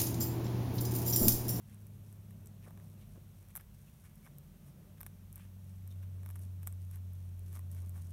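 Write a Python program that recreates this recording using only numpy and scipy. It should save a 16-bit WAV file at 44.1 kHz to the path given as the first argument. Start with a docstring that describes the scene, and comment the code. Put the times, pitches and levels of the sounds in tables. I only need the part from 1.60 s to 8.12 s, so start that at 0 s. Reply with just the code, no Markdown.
"""Tiny bright cracks and soft rustles, close by: a rabbit nibbles raw broccoli on a wooden floor.
Each stem that snaps makes the stalk ring with a short knock. Lips and teeth rub through the buds,
and twice the broccoli pats the floor. Behind this, a far engine hums through the walls of the quiet
room, sinking in pitch, fading and swelling, over a low rumble and a faint hiss."""
import sys
import numpy as np
from scipy import signal
from scipy.fft import rfft, irfft
from scipy.io import wavfile
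from scipy.ndimage import uniform_filter1d

SR = 44100
rng = np.random.default_rng(int(sys.argv[2]) if len(sys.argv) > 2 else 0)


def dump(signal):
    """Clip the signal to [-1, 1] and save it as 16-bit WAV at the path in sys.argv[1]."""
    limited = np.clip(np.atleast_2d(signal).T, -1, 1)
    pcm = np.round(limited * 32767).astype(np.int16)
    wavfile.write(sys.argv[1], SR, pcm)


N = 287532
TIME = np.arange(N) / SR


# One row for each stem that snaps: start_s, crack_db, crack_hz, tear_s, knock_db
STEM_SNAPS = [(0.1455, -58, 11600, .0002, -75), (0.2681, -56, 9800, 0.0007, -79),
              (0.527, -57, 12900, .0004, -72), (0.7083, -60, 10300, .0002, -67),
              (0.8596, -55.5, 10800, 0.00032, -73), (0.871, -53.5, 7500, .002, -72),
              (1.1752, -65, 12300, .0007, -62.5), (1.1992, -68, 10700, .0009, -64.5),
              (1.954, -39.5, 12600, 0.00028, -51), (1.9621, -39.5, 13200, 0.00009, -53.5),
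              (1.9693, -38.5, 12600, 0.0006, -59), (1.974, -46, 12300, .0015, -74),
              (1.976, -48, 12100, 0.00034, -53.5), (2.0102, -54.5, 10900, .0002, -66),
              (2.5564, -59, 12600, .0002, -82), (2.7843, -50.5, 13200, 0.0003, -83),
              (3.407, -48, 13200, .0002, -55.5), (3.4126, -42, 12900, 0.00018, -57),
              (3.4311, -49, 12800, 0.00043, -55.5), (3.4644, -44.5, 11900, 0.00014, -51.5),
              (3.4682, -52, 10300, .0008, -63), (3.7281, -50.5, 12600, 0.00017, -83),
              (3.7582, -45, 10900, .0002, -75), (3.762, -56, 10500, .0004, -71),
              (3.779, -57, 10500, .0004, -62), (3.797, -66, 11000, .0004, -62),
              (4.2765, -53.5, 11300, .0003, -70), (4.6328, -61, 9400, 0.00076, -64.5),
              (4.6613, -50.5, 13700, 0.00037, -55), (4.69, -53, 12000, .0002, -61),
              (4.703, -55, 12000, .0004, -59), (4.7095, -53, 12600, .0002, -69),
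              (4.757, -55, 12600, 0.00023, -59.5), (4.7612, -54, 11300, .0002, -63),
              (4.793, -54.5, 11800, .0002, -70), (5.0315, -53.5, 11500, 0.00023, -62.5),
              (5.0681, -53, 12300, .0012, -79), (5.0727, -36.5, 11900, 0.00052, -48.5),
              (5.0782, -48, 12600, .0002, -59), (5.1257, -52.5, 10200, .0002, -70),
              (5.3125, -54, 11200, .0002, -68), (5.3584, -52.5, 12600, .0002, -66),
              (5.534, -58.5, 12500, .0008, -77), (5.7934, -58, 11500, .0006, -80),
              (5.954, -53, 10600, .0006, -63), (5.9627, -56, 12700, .0004, -56),
              (5.971, -58, 11200, .0003, -57), (5.9927, -52.5, 11200, .0002, -60),
              (6.1156, -52.5, 11200, .0009, -73), (6.148, -56, 12600, .0006, -67),
              (6.2947, -52, 10000, .0002, -77)]

def snapping_stems(knock_hz=1650, knock_scatter=0.09):
    """Teeth cut through the thicker stems; the stalk rings a little higher or lower each time."""
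    out = np.zeros(N)
    for start_s, crack_db, crack_hz, tear_s, knock_db in STEM_SNAPS:
        stalk_hz = knock_hz * np.exp(knock_scatter * rng.standard_normal())
        add(out, start_s, one_snap(crack_db, crack_hz, tear_s, knock_db, stalk_hz))
    return out


# The tone of a crack, from low to high: pitch_hz, level_db
CRACK_TONE = [(2000, -53), (5000, -20), (7300, -7), (9000, -2), (10300, -6), (11300, 0), (14200, -1),
              (16500, -17.5)]
# The notes that ring in stalk and jaw: pitch_hz, level_db, ring_s (time to fade by 60 dB)
STALK_NOTES = [(342, -9, 0.028), (534, -7, 0.011), (886, 2, 0.0079), (1180, -12, 0.027), (1630, -6, 0.011),
               (2274, 0, 0.0041), (3540, 2, 0.0031), (5720, 3.5, 0.0054)]

def one_snap(crack_db, crack_hz, tear_s, knock_db, knock_hz, crack_width_hz=8500, knock_lag_s=0.00036):
    """A stem breaks cell by cell within a millisecond or so; the freed stalk rings briefly after it."""
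    t = np.arange(1024) / SR
    # the levels count a crack's energy as packed into 2 ms, and a knock's into 3 ms
    crack_scale, knock_scale = np.sqrt(np.array([.002, .003]) * SR / len(t))
    breaking = 0.4 * rng.standard_normal(len(t)) * np.exp(-t / tear_s)
    breaking[0] = 1  # the first sharp click
    crack = double_resonance(colour(breaking, CRACK_TONE), crack_hz, crack_width_hz)
    out = unit(crack) * crack_scale * undb(crack_db)
    # every bite grips the stalk at another place, which shifts its notes
    shifts = np.exp(0.075 * rng.standard_normal(len(STALK_NOTES)))
    ring = sum(undb(db - 60 * t / ring_s) * np.sin(2 * np.pi * hz * shift * t)
               for (hz, db, ring_s), shift in zip(STALK_NOTES, shifts))
    knock = unit(resonance(ring, knock_hz, width_hz=0.76 * knock_hz))
    add(out, knock_lag_s, knock * knock_scale * undb(knock_db))
    return out


# One row for each rub of the mouth: middle_s, length_s, pitch_hz, rustle_db, fizz_db, breadth
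# (breadth runs from 0, a narrow wet smack, to 1, a wide rustle)
MOUTH_RUBS = [(0.123, 0.065, 1890, -72, -75, 1), (0.5, 0.097, 2500, -89, -76, 1),
              (1.045, 0.025, 2280, -67.5, -70, 0.4), (1.078, 0.04, 965, -63.5, -71, 1),
              (1.209, 0.15, 670, -72.5, -91, 0.9), (1.417, 0.059, 2800, -73.5, -75, .7),
              (1.566, 0.019, 690, -66, -92, .7), (1.907, 0.023, 1690, -73, -70, 0.8),
              (2.004, 0.015, 1680, -64, -75, 0.5), (2.284, 0.029, 2660, -73, -92, 0.1),
              (2.458, 0.042, 1640, -69, -70, 0.76), (2.648, 0.029, 2190, -71, -70, 0.1),
              (2.666, 0.021, 1480, -62, -74, 0.74), (3.079, 0.041, 1500, -76, -72, 1),
              (3.378, 0.022, 2200, -75, -77, 0.9), (3.81, 0.09, 1960, -68.5, -74.5, 0.8),
              (4.315, 0.021, 3640, -68.5, -72, 0.06), (4.43, 0.017, 1900, -68.5, -72.5, 1),
              (4.68, 0.085, 1000, -75, -78, 1), (4.82, 0.022, 2000, -88, -67.5, 1),
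              (5.033, 0.025, 1700, -77, -75, 1), (5.343, 0.051, 1600, -70.5, -69, 1),
              (5.957, 0.046, 1280, -67, -62.5, 1), (6.128, 0.039, 2470, -82, -68.5, 1),
              (6.177, 0.045, 1990, -70, -70, 1), (6.238, 0.053, 1090, -74, -86, 0.4),
              (6.369, 0.056, 1170, -67, -68.5, 1)]
# The tone of crushed buds: pitch_hz, level_db
FIZZ_TONE = [(2000, -10), (4900, -7.5), (5700, -2.5), (7500, -4.5), (9200, 3), (10400, 0.5), (11500, 0),
             (14000, -3.5), (16000, -26)]

def rustling_mouth(fizz_boost_db=2, pitch_step=1.55):
    """Lips and teeth drag over the buds: moist ticks swell, pitched in the mouth and fizzy outside it."""
    out = np.zeros(N)
    for middle_s, length_s, pitch_hz, rustle_db, fizz_db, breadth in MOUTH_RUBS:
        t = np.arange(-2 * length_s, 2 * length_s, 1 / SR)
        swell = np.exp(-np.abs(t / (0.25 * length_s)) ** 1.13 / 2)
        crackle = np.zeros(len(t))
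        for hz in pitch_hz * pitch_step ** (breadth * np.array([-1, 0, 1])):  # low, middle, high
            moist_ticks = swell * ticks(len(t), per_s=600, spread_db=3.5)
            crackle += resonance(moist_ticks, hz, width_hz=0.52 * breadth * hz)
        rustle = unit(resonance(crackle, pitch_hz, width_hz=pitch_hz)) * undb(rustle_db)
        bud_ticks = swell * ticks(len(t), per_s=4000, spread_db=1)
        fizz = unit(colour(bud_ticks, FIZZ_TONE)) * undb(fizz_db + fizz_boost_db)
        add(out, middle_s + t[0], (rustle + fizz) * np.sqrt(np.mean(swell ** 2)))
    return out


def breaking_buds(per_rub=3, crack_boost_db=4, scatter_db=2):
    """Each rub also breaks a few thin bud stems, which follow its strength and knock at its pitch."""
    out = np.zeros(N)
    for middle_s, length_s, pitch_hz, rustle_db, fizz_db, _ in MOUTH_RUBS:
        for when, strength in rng.standard_normal((per_rub, 2)):
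            extra_db = scatter_db * strength
            snap = one_snap(fizz_db + crack_boost_db + extra_db, crack_hz=12200, tear_s=.0005,
                            knock_db=rustle_db + extra_db, knock_hz=pitch_hz)
            add(out, middle_s + 0.45 * length_s * when, snap)
    return out


def tearing_fibres(level_db=-74, typical_crack_db=-52, fade_s=0.009):
    """Just before and after each snap, nearby fibres give way, louder when the stem is thick."""
    out = np.zeros(N)
    t = np.arange(-1024, 1024) / SR
    for start_s, crack_db, *_ in STEM_SNAPS:
        fibres = unit(colour(ticks(len(t), per_s=1800, spread_db=4), FIZZ_TONE))
        swell = np.exp(-np.abs(t) / fade_s)
        thickness_db = 0.36 * (crack_db - typical_crack_db)
        add(out, start_s + t[0], fibres * swell * undb(level_db + thickness_db))
    return out


# One row for each bump on the floor: start_s, level_db, pitch_hz
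FLOOR_BUMPS = [(1.074, -49, 423), (1.574, -47.5, 300)]

def floor_bumps(boost_db=2, rise_s=0.004, ring_s=0.033):
    """The soft head of the broccoli meets the boards with a dull pat."""
    out = np.zeros(N)
    t = np.arange(SR // 10) / SR
    for start_s, level_db, pitch_hz in FLOOR_BUMPS:
        pat = unit(double_resonance(rng.standard_normal(len(t)), pitch_hz, width_hz=pitch_hz))
        rise = 1 - np.exp(-t / rise_s)
        add(out, start_s, pat * rise * undb(level_db + boost_db - 60 * t / ring_s))
    return out


# How loud the lips crackle as time goes by: time_s, level_db
CHEWING_LEVELS = [(0, -76.5), (1.0, -82.5), (1.3, -80.5), (2.1, -76), (2.9, -88), (4.0, -82.5),
                  (4.5, -78.5), (5.0, -77), (5.6, -82.5), (6.0, -73), (6.52, -76)]

def chewing(flurry_db=10.5):
    """The lips keep up a faint moist crackle between the bites, in quick little flurries."""
    level_db, = curves(CHEWING_LEVELS)
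    crackle = colour(ticks(N, per_s=600, spread_db=4), FIZZ_TONE)
    flurries = undb(flurry_db * np.tanh(drift(per_s=16)))
    return unit(crackle * flurries) * undb(level_db)


# How loud the engine's lowest note and the octave above it are: time_s, hum_db, octave_db
ENGINE_LEVELS = [(0, -58, -62.5), (0.2, -52, -65), (1.3, -53.5, -63), (2.1, -61.5, -84), (2.9, -69, -67.5),
                 (3.35, -57, -66.5), (4.1, -49, -60.5), (4.4, -43, -67.5), (5.92, -44, -66),
                 (6.2, -40.5, -69.5), (6.52, -45, -82)]

def far_engine(start_hz=102.6, slowing_per_s=.022, third_db=-38):
    """A far engine slows down steadily; the walls let through only its three lowest tones."""
    pitch_hz = start_hz * np.exp(-slowing_per_s * TIME)
    phase = 2 * np.pi * np.cumsum(pitch_hz) / SR
    hum_db, octave_db = curves(ENGINE_LEVELS)
    levels_db = [hum_db, octave_db, hum_db + third_db]
    return np.sqrt(2) * sum(undb(db) * np.sin(k * phase) for k, db in enumerate(levels_db, 1))


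# How loud the rumble's low boom and the murky noise above it are: time_s, boom_db, murk_db
RUMBLE_LEVELS = [(0, -59, -76), (0.7, -58, -70), (1.3, -57, -70.5), (2.0, -61, -80), (3.2, -59, -70),
                 (3.9, -61.5, -76.5), (4.75, -60.5, -71), (5.3, -61, -79), (6.0, -61, -70.5),
                 (6.52, -57.5, -72)]
# The low notes at which the room booms: pitch_hz, width_hz, level_db
ROOM_NOTES = [(46.6, 6.8, 4.5), (68.3, 8.1, -0.5), (87.1, 13, 0), (141.4, 19.2, 0.5), (163.2, 12.9, -1),
              (177.4, 16.3, -8), (204.1, 24, -7), (226.1, 7.8, -8)]
# The tone of the murky noise: pitch_hz, level_db
MURK_TONE = [(150, -17.5), (240, 2), (300, 2), (400, 2), (490, -6), (600, 1), (780, -13), (1300, -16),
             (3000, -36.5)]

def room_rumble(deep_db=-60.5, deep_below_hz=100, boom_boost_db=1, widen=1.39, flicker_db=0.9):
    """Rumble from outdoors booms at the room's own notes; the deepest hold, the rest swell and fade."""
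    boom_db, murk_db = curves(RUMBLE_LEVELS)
    deep, boom = np.zeros(N), np.zeros(N)
    for pitch_hz, width_hz, level_db in ROOM_NOTES:
        note = undb(level_db) * double_resonance(rng.standard_normal(N), pitch_hz, widen * width_hz)
        add(deep if pitch_hz < deep_below_hz else boom, 0, note)
    murk = unit(colour(rng.standard_normal(N), MURK_TONE))
    murk *= undb(murk_db + flicker_db * drift(per_s=9))
    return unit(deep) * undb(deep_db) + unit(boom) * undb(boom_db + boom_boost_db) + murk


# The tone of the hiss: pitch_hz, level_db
HISS_TONE = [(200, 7), (1200, -2.5), (1700, -5.5), (2500, -5.5), (3800, -7.5), (4900, -12), (5600, -7.5),
             (7700, -10), (9200, -6.5), (10400, -10), (11500, -3.5), (14000, -5.5), (15700, -7),
             (16200, -31.5)]

def faint_hiss(level_db=-69):
    """An even hiss lies behind everything."""
    return unit(colour(rng.standard_normal(N), HISS_TONE)) * undb(level_db)


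def room_echo(x):
    """Floor and skirting board scatter each sound at once; the room adds a faint tail."""
    t = np.arange(SR // 2) / SR
    echo = np.zeros(len(t))
    for level_db, ring_s, delay_s in [(-15, 0.014, .001), (-20, 0.24, .006)]:
        tail = rng.standard_normal(len(t)) * undb(-60 * t / ring_s)
        add(echo, delay_s, undb(level_db) * tail / np.linalg.norm(tail))
    return x + signal.fftconvolve(x, echo)[:N]


def ticks(n, per_s, spread_db):
    """Tiny breaks at random moments over n samples, a few larger than the rest."""
    size = undb(spread_db * np.minimum(rng.exponential(size=n), 4))
    return (rng.random(n) < per_s / SR) * rng.choice([-1, 1], n) * size


def drift(per_s):
    """A smooth random wander, about 1 in size, that takes per_s steps a second."""
    hold = int(SR / per_s)
    steps = np.repeat(rng.standard_normal(N // hold + 1), hold)
    return unit(uniform_filter1d(uniform_filter1d(steps, hold), hold)[:N])


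def resonance(x, pitch_hz, width_hz):
    """Keep the sound near one pitch and weaken the rest."""
    return signal.lfilter(*signal.iirpeak(pitch_hz, pitch_hz / width_hz, fs=SR), x)


def double_resonance(x, pitch_hz, width_hz):
    """The same resonance twice, so less of the rest gets through."""
    return resonance(resonance(x, pitch_hz, width_hz), pitch_hz, width_hz)


def colour(x, tone, size=2048):
    """Shape the lows and highs of a sound to follow a tone table."""
    hz, db = np.transpose(tone)
    grid_hz = np.fft.rfftfreq(size, 1 / SR) + 1
    gain = undb(np.interp(np.log(grid_hz), np.log(hz), db))
    # fold the filter so that it rings only after a click, never before
    cepstrum = irfft(np.log(gain))
    cepstrum[1:size // 2] *= 2
    cepstrum[size // 2 + 1:] = 0
    click_response = irfft(np.exp(rfft(cepstrum)))
    return signal.fftconvolve(x, click_response)[:len(x)]


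def curves(table):
    """Join a table's rows with straight lines: one curve for each column after the time."""
    time_s, *columns = np.transpose(table)
    return [np.interp(TIME, time_s, column) for column in columns]


def undb(db):
    """Turn decibels into a number to multiply by."""
    return 10 ** (np.asarray(db) / 20)


def unit(x):
    """Scale a sound to an average strength (rms) of 1."""
    return x / np.sqrt(np.mean(x ** 2) + 1e-30)


def add(out, start_s, x):
    """Mix x into out, beginning at start_s."""
    i = max(int(start_s * SR), 0)
    out[i:i + len(x)] += x[:max(len(out) - i, 0)]


def scene():
    """The rabbit close by, the engine far off, in one channel."""
    rabbit = snapping_stems() + tearing_fibres() + rustling_mouth() + breaking_buds()
    rabbit += floor_bumps() + chewing()
    return (room_echo(rabbit) + far_engine() + room_rumble() + faint_hiss())[None]


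def record(dry, low_hz=36, top_hz=16600):
    """The phone thins the deepest bass and cuts the highest treble."""
    thinned = signal.sosfilt(signal.butter(4, low_hz, "high", fs=SR, output="sos"), dry)
    return signal.sosfilt(signal.ellip(8, .2, 70, top_hz, fs=SR, output="sos"), thinned)


dry = scene()
out = record(dry)
dump(out)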